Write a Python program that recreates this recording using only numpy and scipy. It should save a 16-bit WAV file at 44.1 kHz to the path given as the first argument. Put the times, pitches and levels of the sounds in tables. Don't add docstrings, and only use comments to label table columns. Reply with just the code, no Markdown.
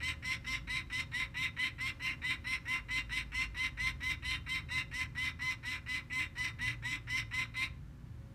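import sys
import numpy as np
from scipy import signal
from scipy.fft import rfft, irfft
from scipy.io import wavfile
from scipy.ndimage import uniform_filter1d

SR = 44100
rng = np.random.default_rng(int(sys.argv[2]) if len(sys.argv) > 2 else 0)


def materialize(psi):
    bounded = np.clip(np.atleast_2d(psi).T, -1, 1)
    quanta = np.round(bounded * 32767).astype(np.int16)
    wavfile.write(sys.argv[1], SR, quanta)


N = 367794
TIME = np.arange(N) / SR

# (start [s], rasp after [s], length [s], top pitch [Hz], whistle [dB], swell [dB], rasp [dB])
CALLS = [(0.0, 0.08, .140, 1042, -39.5, -2, -37.5), (0.221, 0.092, .149, 1049, -37.5, 6, -38),
         (0.442, 0.086, 0.15, 1051, -39, 2, -38.5), (0.67, 0.086, 0.15, 1050, -37.5, 5, -39),
         (0.897, .091, 0.14, 1049, -37.5, 3.5, -38.5), (1.113, 0.078, .150, 1041, -37.5, 3, -38.5),
         (1.34, 0.089, 0.15, 1051, -36.5, 6.5, -36.5), (1.563, 0.071, 0.14, 1040, -35, 3.5, -37),
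         (1.78, 0.087, 0.14, 1058, -35.5, 2, -37), (1.995, .058, 0.15, 1053, -37.5, 3.5, -36.5),
         (2.215, 0.085, .147, 1041, -35.5, 5, -37.5), (2.44, 0.083, 0.14, 1051, -35.5, 6, -37.5),
         (2.651, 0.07, 0.15, 1042, -37.5, 2.5, -36.5), (2.882, 0.086, .140, 1036, -37.5, 1.5, -36.5),
         (3.092, .074, 0.14, 1043, -38.5, 0.5, -37), (3.316, .091, .150, 1051, -37, 7, -36.5),
         (3.543, 0.093, 0.15, 1043, -37.5, 3.5, -37), (3.77, 0.1, 0.15, 1047, -35.5, 5, -37),
         (4.002, 0.093, 0.15, 1040, -37, 6.5, -36.5), (4.221, 0.083, 0.16, 1037, -38, 1, -37),
         (4.461, 0.085, 0.1499, 1048, -37, 4, -39), (4.684, 0.0882, 0.15, 1042, -37.5, 4, -37),
         (4.91, .087, 0.15, 1036, -38, 5, -38.5), (5.148, 0.096, 0.17, 1036, -37.5, 1.5, -37),
         (5.388, .115, 0.16, 1036, -37.5, 3, -38), (5.627, 0.0863, 0.16, 1033, -41.5, -3.5, -38.5),
         (5.859, 0.089, 0.15, 1025, -37.5, 3, -38.5), (6.097, 0.095, 0.17, 1029, -38.5, -0.5, -37),
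         (6.351, 0.085, 0.16, 1028, -37.5, 5, -37.5), (6.585, 0.083, 0.16, 1021, -38.5, 0.5, -38),
         (6.821, 0.097, 0.16, 1035, -40, -0.5, -38), (7.069, 0.1, 0.16, 1038, -37.5, 4, -35.5),
         (7.308, 0.081, 0.15, 1047, -37.5, 1, -37.5), (7.538, 0.077, 0.14, 1052, -37.5, 4, -37)]
# (multiple [-], relative level [dB])
WHISTLE_HARMONICS = [(1, -14), (2, 4), (3, -11), (4, -16), (5, -42), (6, -31), (7, -39), (8, -33.5),
                     (9, -28.5)]
# (frequency [Hz], relative gain [dB])
THROAT_COLOUR = [(150, -23), (270, -7.5), (450, -32), (800, -35), (1250, -15.5), (1650, -10), (2250, 4.5),
                 (2750, -1.5), (3200, -6.5), (3500, -11), (3850, -2), (4600, -20.5), (5500, -9),
                 (6600, -28.5), (7700, -18), (9600, -23.5), (10500, -32), (13700, -30), (15500, -39)]
# (frequency [Hz], relative gain [dB])
CROAK_COLOUR = [(700, -20.5), (1250, -4.5), (1550, -0.5), (2300, 3.5), (2800, -4.5), (3400, -14.5),
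                (6000, -45.5)]
# (time [s], bite near 3.5 kHz [dB], beak resonance near 5.5 kHz [dB])
HEAD_AIM = [(0, -1.6, 7), (.89, -1, 6.5), (1.11, -1, 0), (1.9, -1.5, -15), (2.9, -1.4, 3), (4.1, -2.7, 4),
            (7.6, -3.5, 3)]
# (frequency [Hz], gain [dB])
RECESS_MODES = [(1048, -6), (1339, -2.5), (2070, -9), (2384, -17), (2556, -4), (2768, 5.5), (3100, -4.5),
                (3428, -1), (3686, 7)]
# (frequency [Hz], relative gain [dB])
ROOM_COLOUR = [(200, -2.5), (1050, 9), (2050, 1.5), (3100, 1), (5500, 0.5), (8000, -2.5), (15000, -32)]
# (frequency [Hz], relative density [dB])
TRAFFIC_SPECTRUM = [(25, -22), (38, -5.5), (54, -6), (66, -1), (100, -2.5), (145, -2.5), (200, -15),
                    (300, -15), (420, -27), (680, -33), (1100, -30), (2100, -35), (3500, -42), (7000, -48),
                    (15000, -55)]
# (frequency [Hz], level [dB])
MACHINE_DRONES = [(54.5, -58.5), (78.5, -60), (118, -58), (241, -67)]
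# (start [s], length [s], frequency [Hz], level [dB])
ENGINE_SWELLS = [(-.3, .6, 77.3, -50), (0.352, 1.1, 54.5, -52), (1.95, 0.65, 79, -60),
                 (2.85, 1.9, 55.24, -51.5), (3.75, 1.73, 78.66, -53.5), (5.9, 1.5, 53.6, -58),
                 (6.25, 1.53, 114.7, -53.5)]
# (time [s], level [dB])
MOTOR_LEVEL = [(0, -69.5), (1.1, -72.5), (4, -76.5), (8.34, -77)]
# (frequency [Hz], level [dB])
THIN_WHINES = [(1394, -86), (1739, -82.5)]

ONSET_S, OFFSET_S = .005, .012
CROAK_S, CLEARING_S, BREAK_S = .019, .0132, .02014
CROAK_ROUGH, BASE_ROUGH = .9, .05965
SCOOP_SHARE, SCOOP_SCATTER, SCOOP_TAU_S = .135, .2197, .032
SAG_AFTER_S, SAG_SHARE_PER_S = .1, .42
ATTACK_S, SWELL_S, RELEASE_S, WAVER_DB = .035, .17, .037, 1.35
ATTACK_DB_PER_S, RELEASE_DB_PER_S = 529, 576
BUZZ_DB, RASP_RELEASE_S, RASP_RELEASE_DB_PER_S = -45.5, .024, 420
SHUT_DB, OPEN_DB, OPENING_DB_PER_S, CLOSING_DB_PER_S = -12, 4.5, 23, 214
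CROAK_DB, CROAK_LOSS_DB_PER_DB = -49.5, .42


def falcon():
    out = np.zeros(N + SR)
    times_s, bites_db, beaks_db = np.transpose(HEAD_AIM)
    for start_s, *shape in CALLS:
        call = kak(*shape, np.interp(start_s, times_s, bites_db), np.interp(start_s, times_s, beaks_db))
        i = int(start_s * SR)
        out[i:i + len(call)] += stone_scatter(call)
    return out[:N]


def kak(split_s, length_s, top_hz, level_db, swell_db, rasp_db, bite_db, beak_db):
    t = np.arange(int((length_s + OFFSET_S + .03) * SR)) / SR
    gate = ramp(t, 0, ONSET_S) * (1 - ramp(t, length_s, OFFSET_S))
    break_start_s = split_s - BREAK_S / 2
    cleared, broken = ramp(t, CROAK_S, CLEARING_S), ramp(t, break_start_s, BREAK_S)
    rough = np.clip(CROAK_ROUGH * (1 - cleared) + BASE_ROUGH + broken, 0, 1)
    scoop = SCOOP_SHARE * (1 + SCOOP_SCATTER * rng.standard_normal())
    hz = top_hz * (1 - scoop * np.exp(-t / SCOOP_TAU_S) - SAG_SHARE_PER_S * past(t, SAG_AFTER_S))
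    whistle, puffs = syrinx(t, hz, rough)
    puffs = stone_smear(puffs)
    whistle_db = (level_db + swell_db * (ramp(t, ATTACK_S, SWELL_S) - .5) + WAVER_DB * walk(40, len(t))
                  - ATTACK_DB_PER_S * past(ATTACK_S, t)
                  - RELEASE_DB_PER_S * past(t, length_s - RELEASE_S))
    buzz_db = (BUZZ_DB + (rasp_db - BUZZ_DB) * broken
               - RASP_RELEASE_DB_PER_S * past(t, length_s - RASP_RELEASE_S))
    buzz = convolve(puffs, response(THROAT_COLOUR))
    buzz -= .53 * (1 - rough) * (lowpass(buzz, 2550) - lowpass(buzz, 1350))
    voice = whistle * undb(whistle_db) + buzz * undb(buzz_db)
    opening_db = (OPEN_DB - SHUT_DB - OPENING_DB_PER_S * past(split_s, t)) * cleared
    opening_db = np.maximum(opening_db - CLOSING_DB_PER_S * past(t, break_start_s), 0)
    croak = convolve(puffs, response(CROAK_COLOUR)) * undb(CROAK_DB - CROAK_LOSS_DB_PER_DB * opening_db)
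    return gate * (beak(voice, SHUT_DB + opening_db, bite_db, beak_db) + croak)


def syrinx(t, hz, rough, side_gain=.15, rasp_speedup=.16):
    n = len(t)
    fast_cycles = np.cumsum(hz * (1 + .0056 * walk(69.4, n) + .018 * rough * walk(700, n))) / SR
    slow_cycles = np.cumsum(hz / 4 * np.exp(rough * (rasp_speedup + .08 * walk(300, n)))) / SR
    beat = np.cos(2 * np.pi * slow_cycles)
    tugged_cycles = fast_cycles + .001 * beat + .019 * rough * walk(600, n)
    whistle = np.zeros(n)
    for multiple, db in WHISTLE_HARMONICS:
        waver_db = .4 if multiple == 2 else 2.2
        harmonic = np.sin(2 * np.pi * multiple * tugged_cycles)
        side_tone = np.sin(2 * np.pi * (multiple * tugged_cycles + slow_cycles))
        whistle += undb(db + waver_db * walk(42.7, n)) * (harmonic + side_gain * side_tone)
    whistle *= 1 + (.08 + .2 * rough) * beat
    whistle *= undb(1.5 * rough * walk(220, n))
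    air = unit_rms(rng.standard_normal(n) * (1 + .5 * beat))
    puffs = pulses(slow_cycles, scatter_db=1.9 * rough) * (1 - .38 * rough) + (.22 + .34 * rough) * air
    return unit_rms(whistle), puffs


def pulses(cycles, scatter_db):
    samples = np.arange(len(cycles))
    onsets = np.interp(np.arange(1, int(cycles[-1])), cycles, samples)
    gains = undb(np.interp(onsets, samples, scatter_db) * rng.standard_normal(len(onsets)))
    return unit_rms(gains @ np.sinc(samples - onsets[:, None]))


def beak(voice, gape_db, bite_db, beak_db, top_db=-.8):
    body, below_beak, below_top = (lowpass(voice, hz) for hz in (2270, 5140, 5890))
    bite = (below_beak - body) * undb(bite_db + .49 * gape_db)
    treble = (below_top - below_beak) * undb(beak_db) + (voice - below_top) * undb(top_db)
    return body + bite + treble * undb(gape_db)


def stone_smear(x, spread_s=.001243, points=60):
    hz = np.arange(len(x) // 2 + 1) * SR / len(x)
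    grid_hz = np.linspace(0, SR / 2, points)
    delay_s = spread_s * np.interp(hz, grid_hz, rng.standard_normal(points))
    depth_db = np.interp(hz, [2300, 5000], [1.4, 2.2])
    ripple_db = depth_db * np.interp(hz, grid_hz, rng.standard_normal(points))
    lag_cycles = np.cumsum(delay_s) * hz[1]
    return irfft(rfft(x) * undb(ripple_db) * np.exp(-2j * np.pi * lag_cycles), len(x))


def stone_scatter(x, scatter_db=-5):
    treble = x - lowpass(x, 2300)
    return x + undb(scatter_db) * convolve(treble, reflections(t60_s=.049)[:len(x)])


def ledge(x, recess_t60_s=.094, room_db=-17.5):
    t = TIME[:SR // 4]
    decay = np.exp(-np.log(1000) * t / recess_t60_s)
    modes = sum(undb(db) * np.cos(2 * np.pi * hz * t) for hz, db in RECESS_MODES)
    x = x + convolve(x, 2 * decay / decay.sum() * modes)
    dulled = convolve(x, response(ROOM_COLOUR))
    return x + undb(room_db) * convolve(dulled, reflections(t60_s=.31))


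def reflections(t60_s, rise_s=.00022):
    t = TIME[:SR]
    cloud = rng.standard_normal(SR) * np.exp(-np.log(1000) * t / t60_s) * ramp(t, 0, rise_s)
    return cloud / np.sqrt(np.sum(cloud ** 2))


def city(engine_fade_s=.14, motor_hz=543.7):
    out = traffic() + sum(drone(hz, db) for hz, db in MACHINE_DRONES)
    for start_s, length_s, hz, db in ENGINE_SWELLS:
        fade = ramp(TIME, start_s, engine_fade_s) * ramp(start_s + length_s, TIME, engine_fade_s)
        out += drone(hz, db) * fade
    motor_db = np.interp(TIME, *np.transpose(MOTOR_LEVEL))
    return out + whine(motor_hz, motor_db) + sum(whine(hz, db) for hz, db in THIN_WHINES)


def traffic(level_db=-51, rumble_swell_db=.8, hiss_swell_db=.5):
    noise = convolve(rng.standard_normal(N), response(TRAFFIC_SPECTRUM, size=16384))
    rumble = lowpass(noise, 190)
    hiss = noise - rumble
    return (rumble * undb(level_db + rumble_swell_db * walk(1.14))
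            + hiss * undb(level_db + hiss_swell_db * walk(1.61)))


def drone(hz, db, waver_hz=1.34, flutter_db=2.2):
    tone = np.sin(2 * np.pi * np.cumsum(hz + waver_hz * walk(9)) / SR)
    return unit_rms(tone * undb(flutter_db * walk(11))) * undb(db)


def whine(hz, db, waver_hz=2.47, flutter_db=3):
    tone = np.sin(2 * np.pi * np.cumsum(hz + waver_hz * walk(15)) / SR)
    return unit_rms(tone) * undb(db + flutter_db * walk(12))


def walk(rate_hz, size=N):
    hold = max(int(SR / rate_hz), 2)
    steps = np.repeat(rng.standard_normal(size // hold + 3), hold)
    return 1.22 * uniform_filter1d(steps, hold)[hold:hold + size]


def response(colour, size=1024):
    hz, db = np.transpose(colour)
    bins_hz = np.maximum(np.arange(size // 2 + 1) * SR / size, 1)
    gain = undb(np.interp(np.log(bins_hz), np.log(hz), db))
    cepstrum = irfft(np.log(gain))
    cepstrum[1:size // 2] *= 2
    cepstrum[size // 2 + 1:] = 0
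    impulse = irfft(np.exp(rfft(cepstrum)))
    return impulse / np.sqrt(np.sum(impulse ** 2))


def convolve(x, impulse):
    return signal.fftconvolve(x, impulse)[:len(x)]


def lowpass(x, hz):
    return signal.sosfiltfilt(signal.butter(4, hz, fs=SR, output="sos"), x)


def ramp(t, start_s, length_s):
    return np.clip((t - start_s) / length_s, 0, 1)


def past(t, start_s):
    return np.maximum(t - start_s, 0)


def undb(db):
    return 10 ** (np.asarray(db) / 20)


def unit_rms(x):
    return x / np.sqrt(np.mean(x ** 2))


def scene():
    return (ledge(falcon()) + city())[None]


def record(dry):
    return signal.sosfilt(signal.ellip(10, .2, 80, 15500, fs=SR, output="sos"), dry)


dry = scene()
out = record(dry)
materialize(out)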